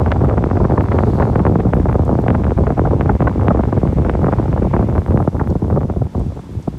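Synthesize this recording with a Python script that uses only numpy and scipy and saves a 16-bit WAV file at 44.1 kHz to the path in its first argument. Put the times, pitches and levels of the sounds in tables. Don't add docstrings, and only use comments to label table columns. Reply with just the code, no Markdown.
import sys
import numpy as np
from scipy import signal
from scipy.fft import rfft, irfft
from scipy.io import wavfile
from scipy.ndimage import uniform_filter1d, minimum_filter1d

SR = 44100
rng = np.random.default_rng(int(sys.argv[2]) if len(sys.argv) > 2 else 0)


def to_wav(sig):
    pcm = np.clip(np.atleast_2d(sig), -1, 1) * 32767
    pcm = np.round(pcm).astype(np.int16)
    wavfile.write(sys.argv[1], SR, pcm.T)


N = 298998
TIME_S = np.arange(N) / SR
FREQS_HZ = np.fft.rfftfreq(N, 1 / SR)

# time in seconds, relative roar level in dB, relative sizzle level in dB.
TYRE_LEVELS = [(0, -60, -74), (.6, -61.5, -73), (1.15, -58, -65), (1.45, -61, -69), (2.2, -60.5, -70),
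               (3.2, -61, -70), (4.3, -60, -69), (5.1, -61, -65.5), (6.06, -63, -69), (6.16, -60.5, -68),
               (6.78, -61.5, -67.5)]
# time in seconds, relative level in dB.
TREAD_LEVELS = [(0, -51.5), (.7, -52), (2.1, -55), (3.8, -49), (4.8, -50.5), (5.2, -61), (5.9, -78),
                (6.7, -72)]
# frequency in Hz, relative density in dB.
ROAR_SPECTRUM = [(40, 23.5), (150, 37), (400, 22.5), (650, 14), (1000, 16.5), (1500, 8.5), (2200, 4),
                 (3000, 2.5), (5000, 0), (8000, -4.5), (10000, -13.5), (15000, -29)]
# frequency in Hz, relative density in dB.
TREAD_SPECTRUM = [(500, -17.5), (1200, 10), (2200, 9), (2900, 1.5), (4200, -10), (7000, -32.5),
                  (12000, -40)]
# frequency in Hz, relative density in dB.
SIZZLE_SPECTRUM = [(3000, -36), (7000, -7), (9500, 0.5), (12000, -1), (14000, -5), (16000, -19)]
# centre in Hz, full width in Hz, boost in dB (negative dips).
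TYRE_RESONANCES = [(890, 110, 3), (2150, 190, 2.5), (3480, 220, 3.5), (4300, 250, -0.5), (5970, 500, 1),
                   (8700, 600, 2)]
# centre in seconds, Gaussian spread in seconds, level in dB,
# centre frequency in Hz, Gaussian spread in octaves.
PARKED_CAR_SWISHES = [(.58, 0.11, -60, 4600, 0.36), (1.12, 0.23, -58.5, 4200, 0.19),
                      (4.098, 0.23, -61, 1990, 0.25), (4.8, 0.12, -55, 2300, .25)]
# start in seconds, level in dB, centre frequency in Hz, decay to 1/e in seconds.
STREET_TICKS = [(.8276, -57, 11000, .012), (1.1364, -60, 12000, .03), (1.4731, -52, 10000, .003),
                (1.7425, -55, 9500, .01), (1.9266, -51, 12000, .003), (2.051, -44, 8000, 0.0027),
                (2.082, -55, 14000, .002), (2.1935, -58, 11000, .005), (2.2154, -55, 10000, .007),
                (3.9285, -54, 9500, .006), (5.478, -56, 13000, .015), (5.5027, -41, 5200, 0.0022),
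                (6.1954, -49, 7500, .003), (6.6259, -51, 6070, .012)]
# time in seconds, level in dB.
STREAM_LEVELS = [(0, -11), (1, -12), (2.6, -11.5), (3.8, -13.5), (4.6, -13.5), (5.2, -12), (5.8, -14),
                 (6.26, -18), (6.42, -31.5), (6.78, -18.5)]
# centre in seconds, Gaussian spread in seconds, depth in dB (negative lifts).
STREAM_LULLS = [(.41, 0.009, 6), (.495, .012, 6.5), (.83, 0.0058, 13), (1.52, .012, 1), (1.625, 0.025, 5),
                (2.22, 0.037, 3.5), (2.55, 0.011, 14.5), (2.75, 0.0064, 18.5), (3.18, 0.009, 11),
                (3.245, 0.0081, -0.5), (3.95, 0.011, 10.5), (4.37, 0.017, 3.5), (4.91, 0.075, 1),
                (5.03, 0.026, 9), (5.31, 0.045, 10), (5.45, .015, 8.5), (5.605, 0.038, 7.5),
                (5.87, 0.012, 8.5), (5.945, 0.014, 9), (6.108, 0.029, 21.5), (6.46, .03, 3.5),
                (6.63, .018, 19.5), (6.73, 0.017, 11.5)]
# centre in seconds, Gaussian spread in seconds,
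# rumble boost in dB (negative cuts).
BROAD_THUMPS = [(2.59, 0.021, 5), (2.77, 0.0071, -3), (3.28, 0.0077, 9.5), (3.98, 0.024, 6.5),
                (4.99, 0.01, 13.5), (5.7, 0.017, 4), (6.02, 0.027, 4.5), (6.25, 0.027, 7),
                (6.58, 0.019, 10.5)]
# frequency in Hz, relative density in dB.
RUMBLE_SPECTRUM = [(12, -33.5), (28, -46), (40, -27.5), (52, -6), (64, -1.5), (85, 0.5), (115, -3.5),
                   (160, -9), (230, -15.5), (400, -28.5), (900, -81)]
# frequency in Hz, relative density in dB.
FLUTTER_SPECTRUM = [(60, -15.5), (130, -7), (210, 3.5), (300, -4), (420, -1.5), (600, -8), (800, -9.5),
                    (1000, -15), (1500, -27.5), (2000, -43.5), (3000, -53), (5000, -71)]
# core time in seconds, relative level in dB,
# treble loss in dB per kHz, relative swirl level in dB.
VORTICES = [(0.062, -8.5, 12, -12), (0.1184, -5, 6, -12.5), (0.1239, -5.5, 11, -22), (0.238, -8.5, 27, -17),
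            (0.3109, -12.5, 19.5, -3.5), (0.379, -5, 15, -13.5), (.425, -13.5, 23, -20),
            (.4403, -6, 13.5, -25), (0.5124, -4.5, 17, -14), (.571, -8, 15, -10),
            (0.6512, -1.5, 17.5, -8.5), (0.7102, -9, 18, -18), (0.7789, -2.5, 18.5, -4.5),
            (0.8087, -8, 10, -29), (.886, -10, 14.5, -19), (0.92, -12.5, 9, -2), (0.9879, -3.5, 11, -9.5),
            (1.0356, -4, 16.5, -23), (1.1996, -4, 15.5, -15), (1.2244, -7, 13, -3), (1.2699, -15.5, 23, -5),
            (1.3578, 3, 14.5, -16.5), (1.402, -11.5, 22, -5.5), (1.4523, -3, 15.5, -38),
            (1.4661, -1, 14, -11.5), (1.5567, 1, 19.5, -17), (1.603, -13.5, 8.5, -7), (1.653, -9, 28.5, -5),
            (1.735, 0, 13, -20.5), (1.8568, -6.5, 19, -23), (1.89, -16, 10.5, -5.5), (1.9543, -7, 22, -11),
            (1.9939, -7, 26, -23), (2.1281, -9.5, 30.5, -13), (2.1531, -10.5, 18, -22),
            (2.189, -7, 25, -11), (2.2826, -0.5, 11.5, -18.5), (2.3043, -2.5, 11, -27),
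            (2.3504, -5, 13.5, -12), (2.4439, -15, 7.5, -26), (2.452, -11.5, 23, -25),
            (2.5855, -8, 23, -20), (2.6691, -7, 13, -18), (2.7045, -5, 18, -12), (2.794, -2.5, 17.5, -25),
            (2.8555, -9.5, 21, 0), (3.01, -3.5, 10.5, -24), (3.059, -8, 20.5, -17),
            (3.096, -2.5, 18.5, -2.5), (3.2052, -4.5, 16, -24), (3.275, -2, 13.5, -3.5),
            (3.483, 6.5, 12.5, -26), (3.5107, 1, 24.5, 5), (3.5477, -11, 24, -2), (3.595, -3, 22.5, -11),
            (3.6366, -9, 14, -15), (3.727, -7, 19.5, -9), (3.7762, -5.5, 20, -10.5),
            (3.832, -4.5, 29, -15.5), (3.8649, -17, 40, -16), (3.9843, -9.5, 21.5, -10),
            (4.049, -12, 12.5, -15), (4.0964, -1, 11, -19), (4.152, -8.5, 19, -11.5),
            (4.244, -6, 17.5, -13), (4.2683, -5, 17, -28), (4.285, -9.5, 21, -1), (4.3266, -4, 17, -10),
            (4.3355, -7, 14, -18), (4.3856, -14, 23, -3.5), (4.4271, -17, 16, -16), (4.5776, -13, 16, -4.5),
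            (4.738, -6, 15.5, -5.5), (4.7506, -15, 21, -1), (4.7654, -4.5, 16, -18), (4.794, -8, 22, -12),
            (4.827, -10.5, 20, -18), (4.9802, -5.5, 14.5, -11), (5.0626, -14.5, 12.5, -30),
            (5.143, -8, 47, -17), (5.1747, -6, 14, -24), (5.2027, -13.5, 21, 1), (5.276, -2.5, 22.5, -18.5),
            (5.398, -13.5, 15, -3), (5.4128, -10, 21.5, -4), (5.5545, -12, 27.5, -13),
            (5.6226, -16.5, 37, 1.5), (5.7014, -10.5, 20.5, -16), (5.7619, -11, 21, -18),
            (5.7741, -9, 29.5, 3), (5.8321, -14.5, 17, -21), (5.8993, -11.5, 18.5, -13),
            (5.9659, -21, 40, 4.5), (6.0193, -13.5, 26, -3), (6.1507, -14.5, 27, -5.5),
            (6.1778, -19.5, 41, -8), (6.3722, -25, 26, -4), (6.3926, -22.5, 23.5, -5.5),
            (6.678, -12.5, 32, -5)]

FULL_WIND_DB, FLUTTER_DB, FLUTTER_DB_PER_DB = -12.5, -18.5, 1.38
EDGE_HZ = 15800


def gain_of(db):
    return 10 ** (np.asarray(db) / 20)


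def evened(x):
    return x / np.sqrt(np.mean(x ** 2) + 1e-20)


def steadied(x, span_s):
    width = max(int(span_s * SR), 2)
    power = uniform_filter1d(uniform_filter1d(x ** 2, width), width)
    return x / np.sqrt(abs(power) + 1e-12)


def level(table, column):
    rows = np.array(table)
    return gain_of(np.interp(TIME_S, rows[:, 0], rows[:, column]))


def swell_db(table):
    t = TIME_S[::32]
    total_db = sum(db * np.exp(-.5 * ((t - s) / spread_s) ** 2) for s, spread_s, db in table)
    return np.interp(TIME_S, t, total_db)


def colour(points):
    hz, db = np.transpose(points)
    return gain_of(np.interp(np.log(FREQS_HZ + 1), np.log(hz), db))


def shaped(x, gains):
    return irfft(rfft(x) * gains, N)


def noise(gains):
    return evened(shaped(rng.standard_normal(N), gains))


def add(mix, s, sound):
    start = round(s * SR)
    sound = sound[max(-start, 0):]
    part = mix[max(start, 0):][:len(sound)]
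    part += sound[:len(part)]


def ticks(width_octaves=.4):
    out, t = np.zeros(N), TIME_S[:SR // 5]
    hz = np.fft.rfftfreq(len(t), 1 / SR) + 1
    for s, tick_db, centre_hz, decay_s in STREET_TICKS:
        band = np.exp(-.5 * (np.log2(hz / centre_hz) / width_octaves) ** 2)
        crackle = evened(irfft(rfft(rng.standard_normal(len(t))) * band, len(t)))
        add(out, s, gain_of(tick_db) * crackle * np.exp(-t / decay_s))
    return out


def swishes():
    out = np.zeros(N)
    for s, spread_s, swish_db, centre_hz, octaves in PARKED_CAR_SWISHES:
        band = np.exp(-.5 * (np.log2((FREQS_HZ + 1) / centre_hz) / octaves) ** 2)
        swell = np.exp(-.5 * ((TIME_S - s) / spread_s) ** 2)
        out += gain_of(swish_db) * swell * noise(band)
    return out


def tyres(roar_db=1.0, tread_db=-1.5, sizzle_db=0.5, grain_db=3.5):
    roar = noise(colour(ROAR_SPECTRUM))
    roar /= np.std(shaped(roar, (FREQS_HZ > 4000) & (FREQS_HZ < 8000)))
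    roar = gain_of(roar_db) * level(TYRE_LEVELS, column=1) * roar
    tread = gain_of(tread_db) * level(TREAD_LEVELS, column=1) * noise(colour(TREAD_SPECTRUM))
    ring_db = sum(boost_db / (1 + (2 * (FREQS_HZ - hz) / width_hz) ** 2)
                  for hz, width_hz, boost_db in TYRE_RESONANCES)
    grains = gain_of(grain_db * noise(1 / (1 + FREQS_HZ / 300)))
    sizzle = evened(noise(colour(SIZZLE_SPECTRUM)) * grains)
    sizzle = gain_of(sizzle_db) * level(TYRE_LEVELS, column=2) * sizzle
    return shaped(roar + tread, gain_of(ring_db)) + sizzle


def airflow(gust_db=2.0, gust_hz=11, stall_db=1.0, stall_lead_s=0.004, stall_s=0.0083):
    gusts = noise(FREQS_HZ / (FREQS_HZ + gust_hz) / np.sqrt(1 + (FREQS_HZ / gust_hz) ** 6))
    stalls = [(row[0] - stall_lead_s, stall_s, stall_db) for row in VORTICES]
    change_db = gust_db * gusts - swell_db(STREAM_LULLS) - swell_db(stalls)
    stream = level(STREAM_LEVELS, column=1) * gain_of(change_db)
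    large = stream * gain_of(swell_db(BROAD_THUMPS))
    small = gain_of(FLUTTER_DB) * (stream / gain_of(FULL_WIND_DB)) ** FLUTTER_DB_PER_DB
    return large, small


def port(x, bass_lag_s=0.01618, corner_hz=140, steepness=1.71):
    lag_s = bass_lag_s / (1 + (FREQS_HZ / corner_hz) ** steepness)
    phase = -2 * np.pi * np.cumsum(lag_s) * SR / N
    return shaped(x, np.exp(1j * phase))


def rumble(strength, db=-2.7, lump_db=1.5, lump_hz=22):
    lump_band = np.exp(-(FREQS_HZ / lump_hz - 1) ** 2 * 4)
    lumps = evened(gain_of(lump_db * noise(lump_band)))
    return gain_of(db) * strength * lumps * steadied(noise(colour(RUMBLE_SPECTRUM)), span_s=0.065)


def flutter(strength, db=-4.0, clump_db=7.5, clump_rise=0.033, clump_hz=70, peak_limit=2.36, brighten=0.45):
    churn = noise(FREQS_HZ / (FREQS_HZ + 8) / np.sqrt(1 + (FREQS_HZ / clump_hz) ** 4))
    churn = np.minimum(churn, peak_limit)
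    air = noise(colour(FLUTTER_SPECTRUM))
    octave = np.clip(np.log2((FREQS_HZ + 1) / 125), 0, 5)
    out = np.zeros(N)
    breeze = evened(uniform_filter1d(strength, size=SR // 3))
    for k in range(6):
        band = np.maximum(1 - abs(octave - k), 0)
        clumps = evened(gain_of(clump_db * 2 ** (clump_rise * (k - 2)) * churn))
        out += clumps * breeze ** (brighten * k) * shaped(air, band)
    return gain_of(db) * strength * steadied(port(out), span_s=0.26)


def eddy_spectrum(hz, db_per_khz, tilt_db_per_octave=1.0, low_hz=105, knee_hz=1050, curve=1.096):
    fall_db = db_per_khz * knee_hz / 10 ** 3 * (hz / knee_hz) ** curve
    spectrum = gain_of(tilt_db_per_octave * np.log2(hz) - fall_db) / np.sqrt(1 + (low_hz / hz) ** 6)
    return spectrum * len(hz) / spectrum[hz > 400].sum()


def eddy_pulse(spectrum):
    pulse = np.fft.fftshift(irfft(spectrum * np.exp(2j * np.pi * rng.random())))
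    return pulse * signal.windows.hann(len(pulse))


def snaps(strength, db=3.5, spread_db=8.5, sharpest_db_per_khz=11.5, dullest_db_per_khz=40,
          slack_db=12.0, hits_per_s=95, count=10, size=4096):
    hz, out = np.fft.rfftfreq(size, 1 / SR) + 1, np.zeros(N)
    stream = uniform_filter1d(strength, size=SR // 3)
    force = gain_of(spread_db * rng.uniform(-1, 1, N))
    struck = rng.random(N) < hits_per_s / SR
    hits = struck * force * np.minimum(strength, 0.78 * stream)
    width = rng.integers(0, count, N)
    fullness = np.minimum(evened(stream), 1) - 0.5
    for k, db_per_khz in enumerate(np.linspace(sharpest_db_per_khz, dullest_db_per_khz, count)):
        fade = gain_of(slack_db * fullness * (-k / count))
        pulse = eddy_pulse(eddy_spectrum(hz, db_per_khz))
        out += signal.oaconvolve(hits * (width == k) * fade, pulse, "same")
    return gain_of(db) * port(out)


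def buffets(db=1.0, swirl_db=-3.5, swirl_s=0.0038, swirl_lag_s=0.0012, swirl_low_hz=450,
            swirl_top_hz=1900, wake_db=-2.5, wake_hz=190, size=4096):
    hz, out = np.fft.rfftfreq(size, 1 / SR) + 1, np.zeros(N)
    t = (np.arange(size) - size // 2) / SR
    swirl_band = hz ** 2 / (hz ** 2 + swirl_low_hz ** 2) / np.sqrt(1 + (hz / swirl_top_hz) ** 4)
    swirl_span = np.exp(-.5 * ((t - swirl_lag_s) / swirl_s) ** 2)
    wake = 1 + gain_of(wake_db) / (1 + (hz / wake_hz) ** 4)
    for s, core_db, db_per_khz, ragged_db in VORTICES:
        spectrum = eddy_spectrum(hz, db_per_khz)
        core = eddy_pulse(spectrum * wake)
        swirl = evened(irfft(rfft(rng.standard_normal(size)) * spectrum * swirl_band)) * swirl_span
        add(out, s + t[0], gain_of(core_db) * (core + gain_of(swirl_db + ragged_db) * swirl))
    return gain_of(db) * port(out)


def scene():
    street = ticks() + swishes() + tyres()
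    large, small = airflow()
    wind = rumble(large) + flutter(small) + snaps(small) + buffets()
    return (street + wind)[None]


def record(dry, split_hz=3000, ceiling=.65, ramp_s=.0014):
    width = 2 * int(ramp_s * SR / 2) + 1
    treble = shaped(dry, 1 - 1 / (1 + (FREQS_HZ / split_hz) ** 6))
    allowed = np.minimum(1, ceiling / (abs(dry) + 1e-9))
    allowed = minimum_filter1d(allowed, 2 * width + 1)
    gain = uniform_filter1d(uniform_filter1d(allowed, width), width)
    limited = treble + (dry - treble) * gain
    low_pass = signal.firwin(511, EDGE_HZ, window=("kaiser", 9), fs=SR)
    return signal.oaconvolve(limited, low_pass[None], "same")


dry = scene()
out = record(dry)
to_wav(out)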